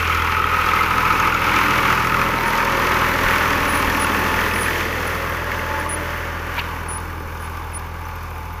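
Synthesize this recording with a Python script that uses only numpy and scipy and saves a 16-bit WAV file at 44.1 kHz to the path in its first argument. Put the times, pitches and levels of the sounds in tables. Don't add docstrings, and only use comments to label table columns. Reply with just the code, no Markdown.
import sys
import numpy as np
from scipy import signal
from scipy.fft import rfft, irfft, next_fast_len
from scipy.io import wavfile
from scipy.ndimage import map_coordinates

SR = 44100
rng = np.random.default_rng(int(sys.argv[2]) if len(sys.argv) > 2 else 0)


def put_to_file(sound):
    columns = np.atleast_2d(sound).T
    safe = np.clip(columns, -1, 1)
    whole_steps = np.round(safe * 32767)
    wavfile.write(sys.argv[1], SR, whole_steps.astype(np.int16))


def invert_db(level):
    return 10 ** (np.asarray(level, dtype=float) / 20)


N = 379260
T = np.arange(N) / SR

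# time in seconds, firings a second.
FIRING_RATE = [(0.0, 40.87), (0.8, 40.8), (1.6, 41.5), (2.0, 41.28), (2.4, 41.57), (2.8, 41.03),
               (3.6, 40.68), (4.4, 40.95), (4.8, 40.47), (5.2, 40.81), (6.0, 40.87), (6.4, 41.24),
               (7.6, 40.4), (8.0, 40.98), (8.6, 40.42)]
# time in seconds, turn (0 front, 1 side, 2 quarter, 3 rear),
# ground notch in Hz, knock sharpness 0-1.
ATTITUDE = [
    (0, 0, 686, 0.4),
    (1, 0.76, 660, .58),
    (1.6, 0.75, 676, 0.34),
    (3, 1.5, 734, 0.47),
    (4.1, 2.06, 710, 0.34),
    (4.7, 2, 770, 0.16),
    (6, 2.5, 772, 0.05),
    (7, 3, 686, 0.3),
    (8.6, 3, 633, 0.3),
]
# time in seconds, level in dB.
CLOSENESS = [(0, -3), (.24, -3), (.91, -2), (1.27, 0.5), (1.34, -3), (1.45, 0), (1.89, 1), (1.96, -0.5),
             (2.68, -1.5), (3.1, -0.5), (4.25, -1.5), (4.6, -2.5), (5.1, -6), (5.77, -8.5), (6.5, -11),
             (7, -11.5), (8, -15.5), (8.6, -15.5)]
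BODY_LEVELS = {"rumble": (-29, -26.5, -24, -23.5), "knock": (-16.5, -17, -17, -16),
               "clatter": (-33, -34, -31.5, -33), "hiss": (-37.5, -38, -35, -35.5),
               "panel": (-27.5, -29.5, -31.5, -37.5), "low gear": (-44.5, -42, -40, -38),
               "high gear": (-33.5, -34.5, -32.5, -29)}
# share of closeness followed, loss broadside in dB,
# level in dB from front, side, quarter, rear.
EXHAUST_GROUPS = [
    (0.24, 1, -39, -34, -35, -34),
    (0.11, 7, -26, -35.5, -31.5, -30.5),
    (0.45, 3.5, -38.5, -31, -36.5, -35.5),
    (1, -1, -46, -38, -38, -49),
    (0.76, -4, -48, -43, -40, -43.5),
]
# multiple of the engine cycle, level in dB, group (fractions cut toward zero).
UPPER_TONES = [(6.99, -6.5, -0.5), (9, -2.5, 0), (11.98, -4, 0), (13.02, -12, 1.5), (15, -0.5, 1),
               (19, -15.5, 2), (20, -6.5, 2.2)]
# centre in seconds, length in seconds, swell in dB.
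STACK_LEANS = [
    (1.85, 1, 3.5),
    (4.06, .9, 6.5),
    (3.2, 0.16, 1),
]
# frequency in Hz, density in dB per Hz.
RUMBLE_COLOUR = [(30, -26), (60, -14), (100, -10.5), (150, -9), (244, -5.5), (400, -2.5), (555, 1.5),
                 (724, -4.5), (900, -4.5), (1170, -34), (1980, -120)]
# frequency in Hz, density in dB per Hz.
KNOCK_FRONT = [(440, -66), (750, -11), (851, -9), (1050, -9.5), (1290, -4.5), (1540, -11.5), (1730, -11),
               (2220, -3.5), (2600, -9), (4000, -27), (5200, -36), (8800, -120)]
# frequency in Hz, density in dB per Hz.
KNOCK_SIDE = [(440, -43), (750, -4), (900, 0.5), (1270, -1.5), (1540, -5.5), (1790, -5), (2070, -3),
              (3450, -22.5), (4000, -24), (4600, -28), (5200, -27), (8800, -120)]
# frequency in Hz, density in dB per Hz.
KNOCK_QUARTER = [(440, -39), (750, -8), (860, 0), (1250, -4.5), (1510, -7.5), (1810, -2.5), (2200, -4.5),
                 (2700, -12), (3200, -20), (4000, -24), (5200, -47), (8800, -120)]
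# frequency in Hz, density in dB per Hz.
KNOCK_REAR = [(440, -18), (750, -0.5), (1130, -3), (1370, -12.5), (1600, -7), (1860, -9.5), (2430, -11.5),
              (3050, -22.5), (3400, -48), (4000, -49), (5200, -67), (8800, -120)]
# frequency in Hz, density in dB per Hz.
CLATTER_COLOUR = [(1760, -11), (3000, -4), (3400, 0.5), (3850, -8.5), (4250, -6), (4800, -6), (5370, -6),
                  (5650, -7), (6050, -5.5), (6700, -9.5), (8020, -20), (9500, -33), (12400, -60),
                  (20900, -120)]
# frequency in Hz, density in dB per Hz.
HISS_COLOUR = [(5000, -26), (8500, -12), (11100, -1.5), (13800, -1.5), (15200, -2.5), (17000, -9.5)]
# level in dB of cylinders one, two, three.
CYLINDER_DB = [
    (-1.4, 1, -3.1),
    (-0.71, 0.52, -0.94),
]
# frequency in Hz, width in Hz, level in dB from front, side, quarter, rear.
CASTING_MODES = [(1053.6, 28, -16, -22, -14, -20.5), (1182, 21, -18, -18, -17, -11.5),
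                 (1444, 29, -6.5, -14, -16, -15), (1797, 62, -13, -11, -9.5, -25),
                 (2027, 82, -12, -12, -14, -16), (2257, 50, -18, -8.5, -11, -22.5),
                 (2590, 66, -20, -14, -12.5, -24), (3124, 64, -13, -30, -21, -30)]
# centre in seconds, length in seconds, strength lost.
ECHO_LOSS = [
    (3.3, 3.4, 0.12),
]
# centre in seconds, length in seconds, swell in dB.
PANEL_SWELLS = [
    (.45, 0.43, 8),
    (.95, .9, 10),
    (1.7, .5, 0),
    (2.2, .5, 5),
    (2.94, .15, 1),
]
# time in seconds, frequency in Hz.
HIGH_GEAR_PITCH = [(0, 876), (2.25, 884), (2.38, 918), (2.7, 912), (2.9, 880), (5.6, 876), (8.6, 868)]
# centre in seconds, length in seconds, swell in dB.
LOW_GEAR_SWELLS = [
    (.72, .4, 7.5),
    (1.8, 0.38, 5),
    (2.25, .3, 11),
    (2.78, 0.45, 13.5),
    (5.2, 0.44, 15.5),
    (5.75, 0.95, 12.5),
    (6.3, .5, 9),
]
# centre in seconds, length in seconds, swell in dB.
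HIGH_GEAR_SWELLS = [
    (1.15, 0.66, 8),
    (1.9, 0.65, 7.9),
    (2.52, 0.48, 11),
    (2.94, .15, 4),
    (4.1, 0.73, 6.3),
    (5.75, 0.6, 10.6),
    (8.6, 1, 7.8),
]
# time in seconds, peak in dB, frequency rung in Hz.
COMING_KNOCKS = [(0.0967, -8, 1270), (0.1466, -8, 1310), (0.171, -10, 1280), (0.2199, -8, 1330),
                 (0.2947, -8.5, 1290), (0.3667, -8, 1290), (0.399, -6, 1300), (0.4408, -4.5, 1277),
                 (0.514, -10, 1280), (0.5874, -7.5, 1288), (0.66, -11, 1280), (0.6873, -5.5, 1268),
                 (0.7336, -5, 1260), (0.788, -6.5, 2020), (0.8078, -7, 1280), (0.8824, -10, 1240),
                 (0.955, -10, 1260), (1.0313, -8, 1040), (1.051, -3, 1300), (1.123, -5.5, 1340),
                 (1.1784, -7, 1340), (1.3244, -8.5, 1420), (1.3478, -5, 1300), (1.3967, -10, 1350),
                 (1.467, -6, 1340), (1.6826, -7, 1287), (1.8046, -7, 1180), (1.997, -9, 1220)]
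# time in seconds, peak in dB, frequency rung in Hz.
PASSING_KNOCKS = [(2.071, -7, 1280), (2.1432, 0, 1290), (2.17, -5, 1170), (2.215, 1, 1300),
                  (2.239, -8, 1090), (2.2616, -4, 1260), (2.2908, -9.5, 1080), (2.3596, -12, 1200),
                  (2.387, -8, 910), (2.5063, -13, 923), (2.554, -8.5, 1138), (2.5726, -11, 1160),
                  (2.646, -15, 1280), (2.6944, -8, 1280), (2.767, -9, 1290), (2.789, -8, 1100),
                  (2.8964, -11, 1220), (2.9425, -11, 1250), (2.9864, -9, 1230), (3.1389, -12, 1790),
                  (3.1663, -11.5, 1150), (3.2122, -7, 1213), (3.3085, -5, 1890), (3.383, -7, 1774),
                  (3.4561, -3, 1280), (3.6751, -7, 1330), (3.7016, -13, 1200), (3.7242, -11, 1230),
                  (3.7714, -10, 1020), (3.7999, -8, 1100), (3.8452, -6, 1010), (3.9003, -4, 1720),
                  (3.9251, -7, 1080), (4.0458, -6, 1426), (4.1187, -8, 1250), (4.262, -5, 1280),
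                  (4.4364, -10, 1970), (4.482, -8, 1820), (4.5583, -8, 1950), (4.6305, -9, 1150),
                  (4.7312, -10, 1960), (4.7801, -13, 1880), (4.852, -9, 1860), (4.9268, -11, 1830),
                  (5.443, -15, 1740), (5.5155, -10, 1840), (5.5638, -20, 1770), (5.593, -12, 1950),
                  (5.8103, -12, 1790), (5.8367, -14, 1650), (5.8612, -12, 1210)]
# centre in seconds, length in seconds, level over calm in dB.
WIND_GUSTS = [(.18, .12, 19), (.42, .3, 21), (.64, .12, 19), (.78, .1, 13), (.96, 0.065, 19),
              (1.15, .2, 10), (1.45, .2, 6), (1.95, .3, 4), (3.03, 0.16, 18), (3.27, .15, 22),
              (3.47, 0.11, 24), (3.66, .2, 21), (3.88, .1, 31), (4.03, .12, 19), (4.4, .4, 16),
              (4.9, 0.26, 6), (6, .3, 7), (7.33, .2, 12)]
# multiple of the engine cycle, centre in seconds,
# length in seconds, level in dB.
SHAFT_LINES = [(31.86, 0.99, 1.6, -41), (29.9, .3, 0.55, -42.5), (36.9, 1, 1, -41), (26.1, 0.61, 0.82, -47),
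               (21.6, 1.65, .4, -36), (40.1, 1.5, .5, -43), (26.7, 2.94, 0.44, -34.5), (43.4, 3.5, .5, -38),
               (42.9, 3.7, 0.27, -34), (33.4, 4, 0.48, -45), (21, 3.9, 0.93, -34.5), (22.4, 5.9, 0.37, -40),
               (13.2, 4.2, 0.79, -43), (33, 4.95, .5, -41), (23, 6, .3, -41), (42.9, 5.8, 1, -38.5),
               (20.9, 1.64, 1.4, -42), (17.7, 1.5, 0.87, -50), (23.7, 1.2, 1.3, -39.5),
               (12.86, 0.68, 0.76, -55), (28.3, 2.9, .3, -44)]
# time in seconds, peak in dB, frequency in Hz.
STEEL_TICKS = [(.715, -16, 2030), (.829, -27, 4560), (1.178, -30, 5290), (1.198, -25, 6540),
               (1.342, -29, 6700), (2.382, -27, 4070), (2.526, -32, 5800), (3.963, -27, 5540),
               (4.512, -16, 2540), (4.537, -26, 5140), (4.562, -16, 2290), (4.66, -16, 2500),
               (4.81, -17, 2550), (7.64, -40, 3520), (8.053, -37, 6000)]
# start in seconds, length in seconds, level in dB, starting frequency in Hz.
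BEARING_SQUEAKS = [(1.565, .03, -44, 9900), (2.46, .045, -39, 9930), (3.677, .125, -34.5, 9900),
                   (3.994, 0.057, -28, 9910), (4.535, 0.14, -34.5, 9870), (5.065, 0.023, -34.5, 9940),
                   (5.794, .022, -36, 9890), (5.889, 0.064, -28, 9760), (5.965, .012, -44, 9900),
                   (6.883, 0.096, -31.5, 9800), (6.998, .012, -46, 9900), (7.402, .065, -43.5, 9860),
                   (7.61, .015, -59, 9900), (7.64, .025, -59, 9900), (7.731, 0.016, -37, 9880),
                   (7.743, 0.038, -29, 9890), (7.805, .04, -59, 9900)]
# time in seconds, peak in dB.
VALVE_SPITS = [(5.2947, -27), (5.5122, -29), (5.586, -32), (6.1737, -35), (6.5668, -31), (6.9783, -38),
               (7.2228, -37), (7.3435, -40), (7.4188, -41), (7.568, -35), (7.6418, -36), (7.7192, -40),
               (7.793, -35), (7.8643, -38), (8.0828, -36), (8.1567, -32), (8.229, -36), (8.3033, -38),
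               (8.3772, -38), (8.5373, -34)]
# time in seconds, length in seconds, level in dB, centre in Hz, width in Hz.
STONE_SCRAPES = [
    (6.586, 0.012, -21.5, 1040, 540),
    (7.1, 0.017, -33, 1600, 400),
    (6.584, 0.0091, -22.5, 2100, 980),
    (6.599, 0.021, -23, 2490, 520),
    (6.594, 0.014, -29.5, 3300, 1100),
    (6.596, 0.0085, -34, 4260, 810),
    (6.586, .03, -42, 14500, 2000),
    (6.64, .06, -46, 3400, 1300),
    (6.57, 0.023, -33, 2400, 1200),
]


def unit(x):
    return x / np.sqrt(np.mean(x ** 2) + 1e-20)


def curves(rows):
    s, *cols = np.transpose(rows)
    return [np.interp(T, s, c) for c in cols]


def wobble(rate):
    knots = rng.standard_normal(int(N * rate / SR) + 4)
    return np.interp(T * rate, np.arange(len(knots)), knots)


def filtered(x, response):
    m = next_fast_len(N + 8192)
    return irfft(rfft(x, m) * response(np.fft.rfftfreq(m, 1 / SR)), m)[..., :N]


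def coloured(x, points):
    f, db = np.transpose(points)

    def response(hz):
        return invert_db(np.interp(np.log(hz + 1), np.log(f + 1), db, left=-120, right=-120))
    return unit(filtered(x, response))


def resonance(x, centre_hz, width_hz):
    return unit(signal.lfilter(*signal.iirpeak(centre_hz, centre_hz / width_hz, SR), x))


def swells(rows):
    coarse = T[::64]
    bumps = [height * np.exp(-(2 * (coarse - s) / length) ** 2) for s, length, height in rows]
    return np.interp(T, coarse, np.max(bumps, axis=0))


def level_db(view_db, follows=1):
    s, turn = np.transpose(ATTITUDE)[:2]
    coarse = T[::64]
    shown_db = np.interp(np.interp(coarse, s, turn), np.arange(len(view_db)), view_db)
    near_db = np.interp(coarse, *np.transpose(CLOSENESS))
    return np.interp(T, coarse, shown_db + follows * near_db)


def struck(rows, t60, rise, spread):
    out, t = np.zeros(N + SR), T[:SR // 12]
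    for (s, db, hz), detune in zip(rows, rng.standard_normal((len(rows), 3))):
        ring = np.sin(2 * np.pi * hz * (1 + spread * detune[:, None]) * t).sum(0)
        out[round(s * SR):][:len(t)] += invert_db(db - 60 * t / t60) * (1 - np.exp(-t / rise)) * ring
    return out[:N]


def firings():
    return -.22 + np.cumsum(curves(FIRING_RATE)[0]) / SR


def flares(cylinder_db, delay, rise, fall, scatter_db, share):
    count = firings() - delay + 3
    index = count.astype(int)
    since = count - index
    size = invert_db(np.array(cylinder_db)[index % 3] + scatter_db * rng.standard_normal(400)[index])
    flare = unit(size * (1 - np.exp(-since / rise)) * np.exp(-since / fall))
    share = np.clip(share, 0, 1)
    return np.sqrt(1 - share + share * flare ** 2)


def exhaust():
    cycle = 2 * np.pi * (firings() - .12) / 3
    broadside = np.exp(-((T - 2.57) / 0.21) ** 2)
    groups = [level_db(view_db, follows) - lost_db * broadside for follows, lost_db, *view_db in EXHAUST_GROUPS]
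    first_db, octave_db, *group_db = groups

    def tone(k, db, lead=0):
        return np.sqrt(2) * invert_db(db) * np.cos(k * cycle + lead + 0.44 * wobble(6))

    sway_db = swells(STACK_LEANS)
    upper = np.zeros(N)
    for k, db, g in UPPER_TONES:
        upper += tone(k, db + group_db[int(g)] + sway_db * (g > 0) + 0.98 * wobble(2.51))
    lead = .9 - .8 * np.minimum(curves(ATTITUDE)[0], 2)
    return tone(3, first_db + .7 * wobble(7.2), lead) + tone(6, octave_db + 0.58 * wobble(14)) + upper


def mechanical(repeat, drift):
    patterns = rng.standard_normal((int(T[-1] * drift) + 2, 3227))
    place = (firings() / 3 % 1 * patterns.shape[1]).astype(int)
    stage = (T * drift).astype(int)
    blend = np.pi / 2 * (T * drift - stage)
    same = np.cos(blend) * patterns[stage, place] + np.sin(blend) * patterns[stage + 1, place]
    repeat = np.clip(repeat, 0, 1)
    return np.sqrt(repeat) * same + np.sqrt(1 - repeat) * rng.standard_normal(N)


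def castings(turn):
    instants = np.flatnonzero(np.diff(np.floor(firings() + .12)))
    out = np.zeros(N)
    for hz, width_hz, *view_db in CASTING_MODES:
        late, size = rng.standard_normal((2, 400))[:, :len(instants)]
        strikes = np.zeros(N)
        struck_at = instants + (abs(late) * 6 / hz * SR).astype(int)
        strikes[np.minimum(struck_at, N - 1)] = invert_db(2 * size)
        out += invert_db(np.interp(turn, np.arange(len(view_db)), view_db)) * resonance(strikes, hz, width_hz)
    return out


def ground(x):
    turn, notch_hz, _ = curves(ATTITUDE)
    dull = (0.68 - swells(ECHO_LOSS)) * filtered(x, lambda hz: 1 / np.sqrt(1 + (hz / 1400) ** 4))

    def treble_echo(hz):
        late = np.exp(-2j * np.pi * hz / 741)
        return late / np.sqrt(1 + (2300 / (hz + 1)) ** 6) / np.sqrt(1 + (hz / 7000) ** 8)

    grazing_from = 2.1
    grazing = 0.27 * np.clip((turn - grazing_from) / (3 - grazing_from), 0, 1)
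    late_dull = map_coordinates(dull, [np.arange(N) - SR / (2 * notch_hz)], order=1)
    return x + late_dull + grazing * filtered(x, treble_echo) - grazing ** 2 / 2 * x


def block():
    parts = ("rumble", "knock", "clatter", "hiss")
    rumble_db, knock_db, clatter_db, hiss_db = (level_db(BODY_LEVELS[part]) for part in parts)
    turn, _, sharp = curves(ATTITUDE)
    shake = 0.84 * wobble(9) + .5 * wobble(25)
    knock_cylinders, hiss_cylinders = CYLINDER_DB

    blows = flares(knock_cylinders, delay=-.12, rise=.08, fall=.28, scatter_db=1, share=.4 * sharp)
    blows = blows * mechanical(.5, drift=2.5)
    knock = np.zeros(N)
    for k, view in enumerate((KNOCK_FRONT, KNOCK_SIDE, KNOCK_QUARTER, KNOCK_REAR)):
        knock += np.sqrt(np.clip(1 - abs(turn - k), 0, 1)) * coloured(blows, view)

    taps = flares(knock_cylinders, delay=-0.26, rise=.1, fall=0.18, scatter_db=3.5, share=0.6 * sharp)
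    clatter = coloured(taps * rng.standard_normal(N), CLATTER_COLOUR)

    spits = flares(hiss_cylinders, delay=-0.33, rise=.03, fall=0.22, scatter_db=0.5, share=0.47 * sharp)
    stack = flares((-9, 3, -9), delay=-.2, rise=.02, fall=.07, scatter_db=2.5, share=.025 * turn)
    hiss = coloured(spits * stack * rng.standard_normal(N), HISS_COLOUR)

    throbs = flares(knock_cylinders, delay=-.1, rise=.1, fall=.3, scatter_db=1.2, share=.15)
    rumble = coloured(throbs * mechanical(.4, drift=.7), RUMBLE_COLOUR)

    body = invert_db(knock_db - 3.5 + shake) * (knock + invert_db(-0.5) * castings(turn))
    body += invert_db(clatter_db + shake + 0.66 * wobble(6.2)) * clatter
    body += invert_db(hiss_db + 1.0 * shake + 0.6 * wobble(11)) * hiss
    body += invert_db(rumble_db + 0.73) * rumble
    return invert_db(-1.0) * ground(body)


def bonnet():
    panel_db = level_db(BODY_LEVELS["panel"]) + swells(PANEL_SWELLS)
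    rung = flares((1.5, .5, -20), delay=-.25, rise=.04, fall=.65, scatter_db=.8, share=.99)
    panel_hz = 1281
    drive = rung * np.cos(2 * np.pi * panel_hz * T + .55 * wobble(25))
    return invert_db(panel_db - 1.0) * unit(resonance(drive, panel_hz, 260))


def gears():
    low_db = level_db(BODY_LEVELS["low gear"]) + swells(LOW_GEAR_SWELLS)
    high_db = level_db(BODY_LEVELS["high gear"]) + swells(HIGH_GEAR_SWELLS)

    def mesh(turns):
        return np.sqrt(2) * np.cos(2 * np.pi * turns + .9 * wobble(18))

    low = invert_db(low_db - 3 + 2.5 * wobble(12)) * mesh(40 * firings() / 3)
    high_turns = np.cumsum(curves(HIGH_GEAR_PITCH)[0]) / SR
    return low + invert_db(high_db - 4.5 + 2.6 * wobble(12)) * mesh(high_turns)


def hard_knocks():
    rows = COMING_KNOCKS + PASSING_KNOCKS
    marks = np.bincount([round((s + 0.0036) * SR) for s, *_ in rows], minlength=N)
    lull_s, lull_share = .012, .55
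    lull = signal.fftconvolve(marks, np.hanning(int(2 * lull_s * SR)), "same")
    rung = struck(COMING_KNOCKS, .065, .0016, spread=.025)
    rung += struck(PASSING_KNOCKS, .045, .0016, spread=.06)
    cracks = struck([(s, db - 12.5, 2197) for s, db, _ in rows], 0.024, 0.00056, spread=0.197)
    return invert_db(-2.5 - 7.5) * rung + cracks, 1 - lull_share * np.clip(lull, 0, 1)


def valve():
    valve_hz, width_hz, view_db = 13800, 700, (-75, -72, -68, -69)
    ticks = flares((-40, 0, -40), delay=-.2, rise=.02, fall=.06, scatter_db=3, share=1)
    narrow = resonance(ticks * rng.standard_normal(N), valve_hz, width_hz)
    steady = invert_db(level_db(view_db, follows=.2)) * resonance(narrow, valve_hz, 2 * width_hz)
    whistle = struck([(s, db - 11, valve_hz) for s, db in VALVE_SPITS], .03, .0005, spread=.012)
    splash = struck([(s, db - 9, 12800) for s, db in VALVE_SPITS], .016, .0003, spread=.1)
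    return steady + whistle + splash


def wind():
    buffet = coloured(rng.standard_normal(N), [(8, -20), (14, -2), (28, 0), (60, -5), (150, -40)])
    calm_db = -56.5
    return invert_db(calm_db + swells(WIND_GUSTS)) * unit(invert_db(4 * wobble(16)) * buffet)


def shaft_lines():
    cycle, out = 2 * np.pi * firings() / 3, np.zeros(N)
    drift = .3 * wobble(5)
    for k, s, length, db in SHAFT_LINES:
        i = slice(max(round((s - length) * SR), 0), round((s + length) * SR))
        swell = np.exp(-(2 * (T[i] - s) / length) ** 4)
        out[i] += np.sqrt(2) * invert_db(db) * swell * np.cos(k * cycle[i] + drift[i])
    return out


def steel_ticks():
    return invert_db(-7.0) * struck(STEEL_TICKS, 0.041, 0.00068, spread=0.012)


def squeaks():
    top_hz, slips_a_s, grows_db, slip_db = 9930, 53, 3, 15
    out = np.zeros(N)
    unsteady = wobble(40)
    for s, length, db, hz in BEARING_SQUEAKS:
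        i = slice(round(s * SR), round((s + length) * SR))
        u = (T[i] - s) / length
        slip = np.cos(2 * np.pi * np.cumsum(slips_a_s * (1 + 0.32 * unsteady[i])) / SR - 2)
        depth_db = slip_db * np.clip((-db - 31) / 6, .15, 1)
        grip_db = db + grows_db * (u - .5) - depth_db * np.clip(-slip, 0, 1) ** 2 + 2.8 * unsteady[i]
        edge = np.clip(np.minimum(u, 1 - u) * length / 0.0054, 0, 1)
        squeal = np.sin(2 * np.pi * np.cumsum(hz + (top_hz - hz) * u) / SR)
        out[i] += np.sqrt(2) * invert_db(grip_db) * edge * squeal
    return out


def stone():
    out = np.zeros(N)
    for s, length, db, hz, width_hz in STONE_SCRAPES:
        edges_hz = [hz - width_hz / 2, hz + width_hz / 2]
        band = signal.butter(2, edges_hz, "bandpass", fs=SR, output="sos")
        i = slice(round((s - 2 * length) * SR), round((s + length) * SR))
        scrape = unit(signal.sosfilt(band, rng.standard_normal(len(T[i]))))
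        out[i] += invert_db(db) * np.exp(-(2 * (T[i] - s) / length) ** 4) * scrape
    return out


def scene():
    knocks, lull = hard_knocks()
    body = block() + bonnet()
    ringing = filtered(body, lambda hz: 1 / (1 + (800 / (hz + 1)) ** 8) / (1 + (hz / 3200) ** 8))
    engine = body - (1 - lull) * ringing + knocks
    tractor = exhaust() + engine + gears() + shaft_lines() + valve()
    harrow = steel_ticks() + squeaks() + stone()
    return (tractor + harrow + wind())[None]


def top_cut(x):
    return signal.sosfilt(signal.butter(12, 15400, fs=SR, output="sos"), x)


def record(dry):
    squeezed = dry / (1 + abs(dry / .55) ** 6) ** (1 / 6)
    mix = filtered(squeezed, lambda hz: hz < 15500)
    return top_cut(mix)


dry = scene()
out = record(dry)
put_to_file(out)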